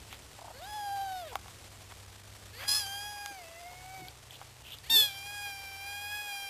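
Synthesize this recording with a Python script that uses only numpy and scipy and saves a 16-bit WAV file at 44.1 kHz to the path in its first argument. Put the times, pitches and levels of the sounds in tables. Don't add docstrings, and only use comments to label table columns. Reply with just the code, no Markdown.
import sys
import numpy as np
from scipy import signal
from scipy.fft import rfft, irfft, next_fast_len
from scipy.io import wavfile
from scipy.ndimage import map_coordinates

SR = 44100
rng = np.random.default_rng(int(sys.argv[2]) if len(sys.argv) > 2 else 0)


def wrap_up_sound(samples):
    columns = np.atleast_2d(samples).T
    tamed = np.clip(columns, -1, 1)
    steps = np.round(tamed * 32767).astype(np.int16)
    wavfile.write(sys.argv[1], SR, steps)


N = 286517
TIME = np.arange(N) / SR


def from_db(db):
    return 10 ** (np.asarray(db) / 20)


def unit_rms(x):
    return x / np.sqrt(np.mean(x ** 2) + 1e-20)


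def in_time(rows, t=TIME):
    times, *columns = np.transpose(rows)
    return [np.interp(t, times, column) for column in columns]


def at_hz(points, hz):
    points_hz, db = np.transpose(points)
    return np.interp(np.log(np.maximum(hz, 1)), np.log(points_hz), db)


def drift(rate_hz, size=N):
    pole = np.exp(-40 * np.pi * rate_hz / SR)
    white = rng.standard_normal(size // 20 + 2002)
    slow = signal.lfilter([1], [1, -2 * pole, pole * pole], white)[2000:]
    return np.interp(np.arange(size) / 20, np.arange(len(slow)), unit_rms(slow))


def noise(colour):
    size = next_fast_len(N)
    gain = from_db(at_hz(colour, np.fft.rfftfreq(size, 1 / SR)))
    return unit_rms(irfft(rfft(rng.standard_normal(size)) * gain, size)[:N])


def puff(centre_s, length_s, hz, width_hz):
    low_hz = np.sqrt(hz ** 2 + width_hz ** 2 / 4) - width_hz / 2
    near, out = np.abs(TIME - centre_s) < 2 * length_s, np.zeros(N)
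    envelope = np.exp(-(2 * (TIME[near] - centre_s) / length_s) ** 2)
    band = signal.butter(2, [low_hz, low_hz + width_hz], "band", fs=SR, output="sos")
    burst = signal.sosfilt(band, rng.standard_normal(len(envelope))) * envelope
    out[near] = unit_rms(burst) * np.sqrt(np.mean(envelope ** 2))
    return out


def hum(rows, octave_db, waver_share=0.01, throb_db=-0.5):
    hz, db = in_time(rows)
    phase = 2 * np.pi * np.cumsum(hz * (1 + waver_share * drift(7.6))) / SR
    tone = np.sin(phase) + from_db(octave_db) * np.sin(2 * phase)
    return np.sqrt(2) * from_db(db + throb_db * drift(9.9)) * tone


# time_s, pitch_hz, gain_db
MOTOR = [(0.0, 98.5, -59), (0.4, 107.9, -63), (0.69, 96.3, -61.5), (2.68, 101.1, -54.5), (3.11, 99.1, -61),
         (3.24, 90.8, -67), (3.76, 86.1, -63), (4.05, 99.4, -65.5), (6.15, 87.7, -58.5), (6.28, 98.3, -73),
         (6.5, 92, -67)]
DRONE = [(3.5, 120, -75), (3.8, 124, -54), (4.6, 125.6, -56.5), (5.3, 127.7, -58.5), (6, 132, -74)]
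# time_s, gain_db
RUMBLE = [(0, -53.5), (1, -59.5), (1.5, -54), (2.15, -60), (2.6, -55.5), (3.2, -63), (4.9, -60),
          (6.5, -69.5)]
# freq_hz, gain_db
RUMBLE_COLOUR = [(25, -21), (45, -19), (57, -1.5), (68, -4), (86, -11.5), (110, -12), (200, -22.5),
                 (400, -22.5), (800, -39)]
HISS_COLOUR = [(60, 4), (130, -11), (200, -4), (400, 4), (750, 4.5), (1400, -1), (2500, -2), (4500, -3.5),
               (7000, -4.5), (7900, -3.5)]


def background(low_boost_db=6.0, hiss_db=-50, flicker_db=2.1):
    rumble = from_db(in_time(RUMBLE)[0] + low_boost_db) * noise(RUMBLE_COLOUR)
    hiss = from_db(hiss_db + flicker_db * drift(96)) * noise(HISS_COLOUR)
    motor = from_db(low_boost_db) * hum(MOTOR, octave_db=-16.0)
    return motor + hum(DRONE, octave_db=-22) + rumble + hiss


# start_s, peak_db, tilt_db_per_octave
TAPS = [(.127, -32, 2.5), (1.3551, -17.5, -1.5), (1.459, -37.5, -3), (1.4817, -36.5, 3), (1.921, -36, 0),
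        (3.2601, -24, 7), (4.414, -32, -3)]
# freq_hz, gain_db, t60_s
TAP_MODES = [(773, 5, 0.024), (1117, 3.5, 0.018), (1380, 2.5, 0.011), (2190, -4, 0.017), (2720, 1, 0.0045),
             (3470, 3.5, 0.0043), (4770, -3, 0.0031), (6500, -2.5, 0.0045)]


def taps(low_cut_hz=450):
    out, t = np.zeros(N), TIME[:SR // 20]
    no_bass = signal.butter(2, low_cut_hz, "high", fs=SR, output="sos")
    for start_s, peak_db, tilt in TAPS:
        modes = [from_db(db + tilt * np.log2(hz) - 60 * t / t60_s) * np.sin(2 * np.pi * hz * t)
                 for hz, db, t60_s in TAP_MODES]
        ring = signal.sosfilt(no_bass, sum((-1) ** k * mode for k, mode in enumerate(modes)))
        start = round(start_s * SR)
        out[start:start + len(t)] += from_db(peak_db) * ring / np.abs(ring).max()
    return out


# centre_s, length_s, centre_hz, width_hz, level_db
PUFFS_AND_RUSTLES = [(.13, .05, 2560, 1630, -48.5), (1.296, 0.062, 2876, 1796, -52.5),
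                     (1.334, 0.044, 840, 302, -44.5), (1.914, .023, 1280, 1400, -49.5),
                     (2.628, .07, 1340, 1900, -41.5), (3.315, 0.022, 314, 249, -47.5),
                     (3.729, .04, 699, 400, -51), (4.02, .062, 160, 50, -49), (4.016, 0.065, 319, 110, -50),
                     (3.49, .17, 2620, 200, -63), (4.344, .06, 3200, 1200, -52),
                     (4.425, 0.013, 874, 900, -50), (4.679, 0.073, 2900, 900, -50),
                     (4.732, 0.044, 3160, 762, -43), (5.362, 0.16, 7100, 2506, -53)]


def puffs_and_rustles():
    return sum(from_db(db) * puff(*shape) for *shape, db in PUFFS_AND_RUSTLES)


def creak(start_s=0.392, period_s=0.0295, pulse_s=0.0098, growth_s=0.0036, level_db=-43, fade_db=0.1):
    return sum(from_db(level_db - fade_db * k)
               * puff(start_s + period_s * k, pulse_s + growth_s * k, hz=776, width_hz=310)
               for k in range(5))


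def sounding(t, rows, fade_s=0.008):
    return np.clip(1 + np.minimum(t - rows[0][0], rows[-1][0] - t) / fade_s, 0, 1)


def swell(t, onset_s, crest_s, width_s, attack_s=0.0093, shape=2.25):
    attack = np.clip((t - onset_s) / attack_s, 0, 1)
    return attack * np.exp(-np.minimum(np.abs((t - crest_s) / width_s) ** shape, 20))


# freq_hz, gain_db
NOSE = [(3500, 0.5), (3780, -1), (3950, -7), (4120, -11.5), (4400, 1)]
MOUTH_LIFT = [(1650, 5.5), (2450, -2), (3250, 26.5), (3900, 6), (4500, 13.5), (5500, 11.5)]
MUFFLE = [(2800, -2.5), (3600, -13), (4800, -10), (6000, -18)]


def tract_db(hz, throat, opening, seal_opening=0.17):
    sealed = np.clip(1 - opening / seal_opening, 0, 1)
    mouth_db = opening * at_hz(MOUTH_LIFT, hz) + sealed * at_hz(MUFFLE, hz)
    return at_hz(throat, hz) + at_hz(NOSE, hz) + mouth_db


# time_s, opening
MOUTH = [(.55, 0), (.7, 0.26), (1.05, 0.18), (1.3, 0.12), (2.55, 0.57), (2.85, 1), (3.06, 0.62),
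         (3.16, 0.32), (3.32, .15), (3.42, 0.08), (4.1, 0.079), (4.9, 0.75), (5.5, 0.43), (5.65, 0.25),
         (5.8, 0.24), (5.93, 0.43), (6.5, 0.57)]
# freq_hz, gain_db
OPEN_THROAT = [(850, -27), (1750, -5), (2600, -12), (3500, -1.5), (4400, 3), (5900, -7), (6600, -8.5),
               (7800, -5.5), (8700, -26), (9500, -18)]
FUNDAMENTAL_GAIN_DB, FUNDAMENTAL_FLUTTER_DB, KNEE_PARTIAL = 3.5, 0.7, 6
BREAK_HZ, BREAK_WIDTH_HZ, SLACK_DB = 687, 220, -4
SQUEAK_HZ, SQUEAK_WIDTH_HZ, SQUEAK_DB, SQUEAK_DELAY_S, SQUEAK_WIDTH_S = 4400, 350, -51.5, 0.071, 0.068


def meow(rows, throat, overtone_db, effort_share, rolloff_db, jitter_share, flutter_db,
         octave_flutter_db, squeal=None, shimmer_db=0.15, mouth_width_hz=480, partials=11):
    start = int(rows[0][0] * SR) - SR // 20
    t = TIME[start:start + 2 * SR]
    n = len(t)
    pitch_hz, effort_db = in_time(rows, t)
    opening, = in_time(MOUTH, t)
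    waver = jitter_share * drift(42.4, n)
    if squeal:
        onset_s, crest_s, width_s, squeal_db, mouth_hz, lift_db, wobble, jitter, rough_db, _ = squeal
        burst = swell(t, onset_s, crest_s, width_s)
        waver += np.sqrt(burst) * (wobble * drift(43, n) + jitter * drift(270, n))
        pressed = burst * from_db(squeal_db + rough_db * drift(230, n))
    phase = 2 * np.pi * np.cumsum(pitch_hz * (1 + waver)) / SR
    slack = np.clip((BREAK_HZ - pitch_hz) / BREAK_WIDTH_HZ, 0, 1)
    squeak_s = rows[0][0] + SQUEAK_DELAY_S
    squeak = slack * from_db(SQUEAK_DB) * np.exp(-((t - squeak_s) / SQUEAK_WIDTH_S) ** 2)
    push_db = effort_db - np.median([row[2] for row in rows])
    source_db = overtone_db + SLACK_DB * slack + effort_share * push_db
    voice = 0
    for k in range(1, partials + 1):
        hz = k * pitch_hz
        if k == 1:
            db, depth_db = effort_db + FUNDAMENTAL_GAIN_DB, FUNDAMENTAL_FLUTTER_DB
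        else:
            db = source_db + tract_db(hz, throat, opening) - rolloff_db * max(k - KNEE_PARTIAL, 0)
            depth_db = octave_flutter_db if k == 2 else flutter_db
        flutter = np.abs(1 + (from_db(depth_db) - 1) * drift(13, n))
        level = from_db(db) * flutter + squeak * np.exp(-((hz - SQUEAK_HZ) / SQUEAK_WIDTH_HZ) ** 2)
        if squeal:
            resonance_db = lift_db * np.exp(-((hz - mouth_hz) / mouth_width_hz) ** 2)
            level = np.hypot(level, pressed * from_db(at_hz(OPEN_THROAT, hz) + resonance_db))
        voice += level * np.sqrt(2) * np.sin(k * phase + rng.uniform(0, 2 * np.pi))
    shimmer = from_db(shimmer_db * drift(35, n))
    return np.pad(voice * sounding(t, rows) * shimmer, (start, N - start - n))


# time_s, pitch_hz, effort_db
SOFT_MEOW = [(0.54, 481, -55), (0.594, 571, -54.5), (0.624, 711, -46), (0.682, 837, -49),
             (0.75, 849.9, -42), (0.872, 807, -38), (1.04, 782, -36.5), (1.2, 727, -40.5),
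             (1.278, 603, -46), (1.292, 527, -55), (1.33, 459, -50)]
# freq_hz, gain_db
SOFT_THROAT = [(1300, -1.5), (1650, 4.5), (2000, -5), (2450, -14.5), (3000, -7.5), (3300, -6), (3800, 3),
               (4500, -8), (5100, -2), (5450, -11), (5950, -4.5), (6700, 0), (7500, -2), (9000, -8)]


def soft_meow():
    return meow(SOFT_MEOW, SOFT_THROAT, overtone_db=-56.5, effort_share=0.26, rolloff_db=5,
                jitter_share=0.0057, flutter_db=1.8, octave_flutter_db=0.9)


# time_s, pitch_hz, effort_db
SECOND_LEAD = [(2.535, 421, -63), (2.635, 587.2, -54)]
SECOND_MEOW = [(2.645, 811.0, -51), (2.657, 812.9, -63), (2.673, 829, -54), (2.781, 852.7, -53.5),
               (2.853, 785, -48.5), (3.079, 829.6, -48), (3.311, 807.8, -48.5), (3.369, 759, -48.5),
               (3.453, 655, -54), (3.561, 670.3, -55), (3.617, 703, -50.5), (3.641, 687.9, -51.5),
               (3.665, 710, -48.5), (3.807, 734.5, -57.5), (3.855, 745, -49.5), (3.963, 767, -48),
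               (4.055, 729, -53), (4.09, 767, -57)]
LAST_LEAD = [(4.84, 450, -63), (4.893, 649.6, -67)]
LAST_MEOW = [(4.9, 897, -47.5), (4.93, 918.5, -45.5), (4.98, 867.5, -52), (5.006, 863, -52),
             (5.116, 784, -55.5), (5.228, 794.6, -55.5), (5.26, 809.9, -51), (5.322, 822, -54),
             (5.464, 815.6, -48), (5.53, 792, -51), (5.544, 793.5, -53.5), (5.788, 786, -54.5),
             (5.886, 803.4, -50), (6.126, 830.7, -50), (6.17, 834, -49), (6.264, 820.8, -51),
             (6.34, 802.5, -48), (6.497, 792, -52.5)]
SECOND_CRY, LAST_CRY = [*SECOND_LEAD, *SECOND_MEOW], [*LAST_LEAD, *LAST_MEOW]
# freq_hz, gain_db
SECOND_THROAT = [(1480, -11.5), (1600, 3.5), (1950, 0.5), (2650, 0), (2850, -18), (3280, -10), (4550, -9),
                 (4900, -2), (5200, -13), (5600, -18), (6000, 0), (6500, -5.5), (7200, -16), (9000, -5)]
LAST_THROAT = [(1550, -6), (1660, 3.5), (2400, 8.5), (3200, -10), (4000, 0), (4800, -6.5), (5500, -2.5),
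               (5850, -15), (6750, -18.5), (7200, -6), (7550, -3.5), (8100, -13), (9000, -13)]
# onset_s, crest_s, width_s, gain_db, mouth_hz, lift_db,
# wobble_share, jitter_share, rough_db, air_db
SQUEALS = [(2.675, 2.708, 0.089, -37.5, 5180, 12.5, 0.0079, .013, 2, -36),
           (4.895, 4.966, 0.083, -35, 3434, 17, .001, .004, 0.9, -46)]


def squealing_meows():
    second = meow(SECOND_CRY, SECOND_THROAT, overtone_db=-55.5, effort_share=0.35, rolloff_db=2.2,
                  jitter_share=0.0024, flutter_db=2.0, octave_flutter_db=0.8, squeal=SQUEALS[0])
    last = meow(LAST_CRY, LAST_THROAT, overtone_db=-53.0, effort_share=0.86, rolloff_db=2.5,
                jitter_share=0.00316, flutter_db=1.4, octave_flutter_db=3.0, squeal=SQUEALS[1])
    return second + last


# freq_hz, gain_db
RASP_COLOUR = [(300, -20), (900, -5), (1800, -8), (2700, 1.5), (3600, -5), (4700, 5), (6200, 5), (7600, 3),
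               (9000, 5.5)]


def rasp(husk_db=-51, flicker_db=3):
    opening, = in_time(MOUTH)
    voiced = sounding(TIME, SECOND_CRY) + sounding(TIME, LAST_CRY)
    husk = from_db(husk_db) * np.sqrt(opening) * voiced
    bursts = sum(from_db(air_db) * swell(TIME, onset_s, crest_s, 1.35 * width_s)
                 for onset_s, crest_s, width_s, *_, air_db in SQUEALS)
    return (husk + bursts) * from_db(flicker_db * drift(110)) * noise(RASP_COLOUR)


# start_s, low_hz, high_hz, level_db
SMACKS = [(4.084, 3230, 4470, -27.5), (4.308, 3100, 3460, -28), (4.356, 3200, 4230, -37),
          (4.786, 3700, 4900, -32)]


def smacks(t60_s=0.0081):
    out, t = np.zeros(N), TIME[:SR // 20]
    for start_s, low_hz, high_hz, db in SMACKS:
        ring = (np.sin(2 * np.pi * low_hz * t) - np.sin(2 * np.pi * high_hz * t)) / 2
        start = round(start_s * SR)
        out[start:start + len(t)] += from_db(db - 60 * t / t60_s) * ring
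    return out


def room(x, t60_s=0.39, gain_db=-19, delay_s=0.004):
    t = TIME[:SR // 2]
    tail = rng.standard_normal(len(t)) * from_db(-60 * t / t60_s) * (t > delay_s)
    return from_db(gain_db) * signal.fftconvolve(x, tail / np.linalg.norm(tail))[:N]


def scene():
    kitten = soft_meow() + squealing_meows() + creak() + rasp() + smacks()
    near = kitten + puffs_and_rustles() + taps()
    return np.tile(near + room(near) + background(), (2, 1))


def record(dry, input_hz=8400, hold_hz=16000, bass_edge_hz=1270, bass_cut_db=-6, cutoff_hz=14950):
    smooth = signal.sosfilt(signal.butter(8, input_hz, fs=SR, output="sos"), dry)
    instants = np.floor(TIME * hold_hz) * SR / hold_hz
    held = np.array([map_coordinates(side, [instants], order=3, mode="nearest") for side in smooth])
    bass = signal.sosfilt(signal.butter(1, bass_edge_hz, fs=SR, output="sos"), held)
    thinned = held + (from_db(bass_cut_db) - 1) * bass
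    return signal.sosfilt(signal.ellip(12, .1, 80, cutoff_hz, fs=SR, output="sos"), thinned)


dry = scene()
out = record(dry)
wrap_up_sound(out)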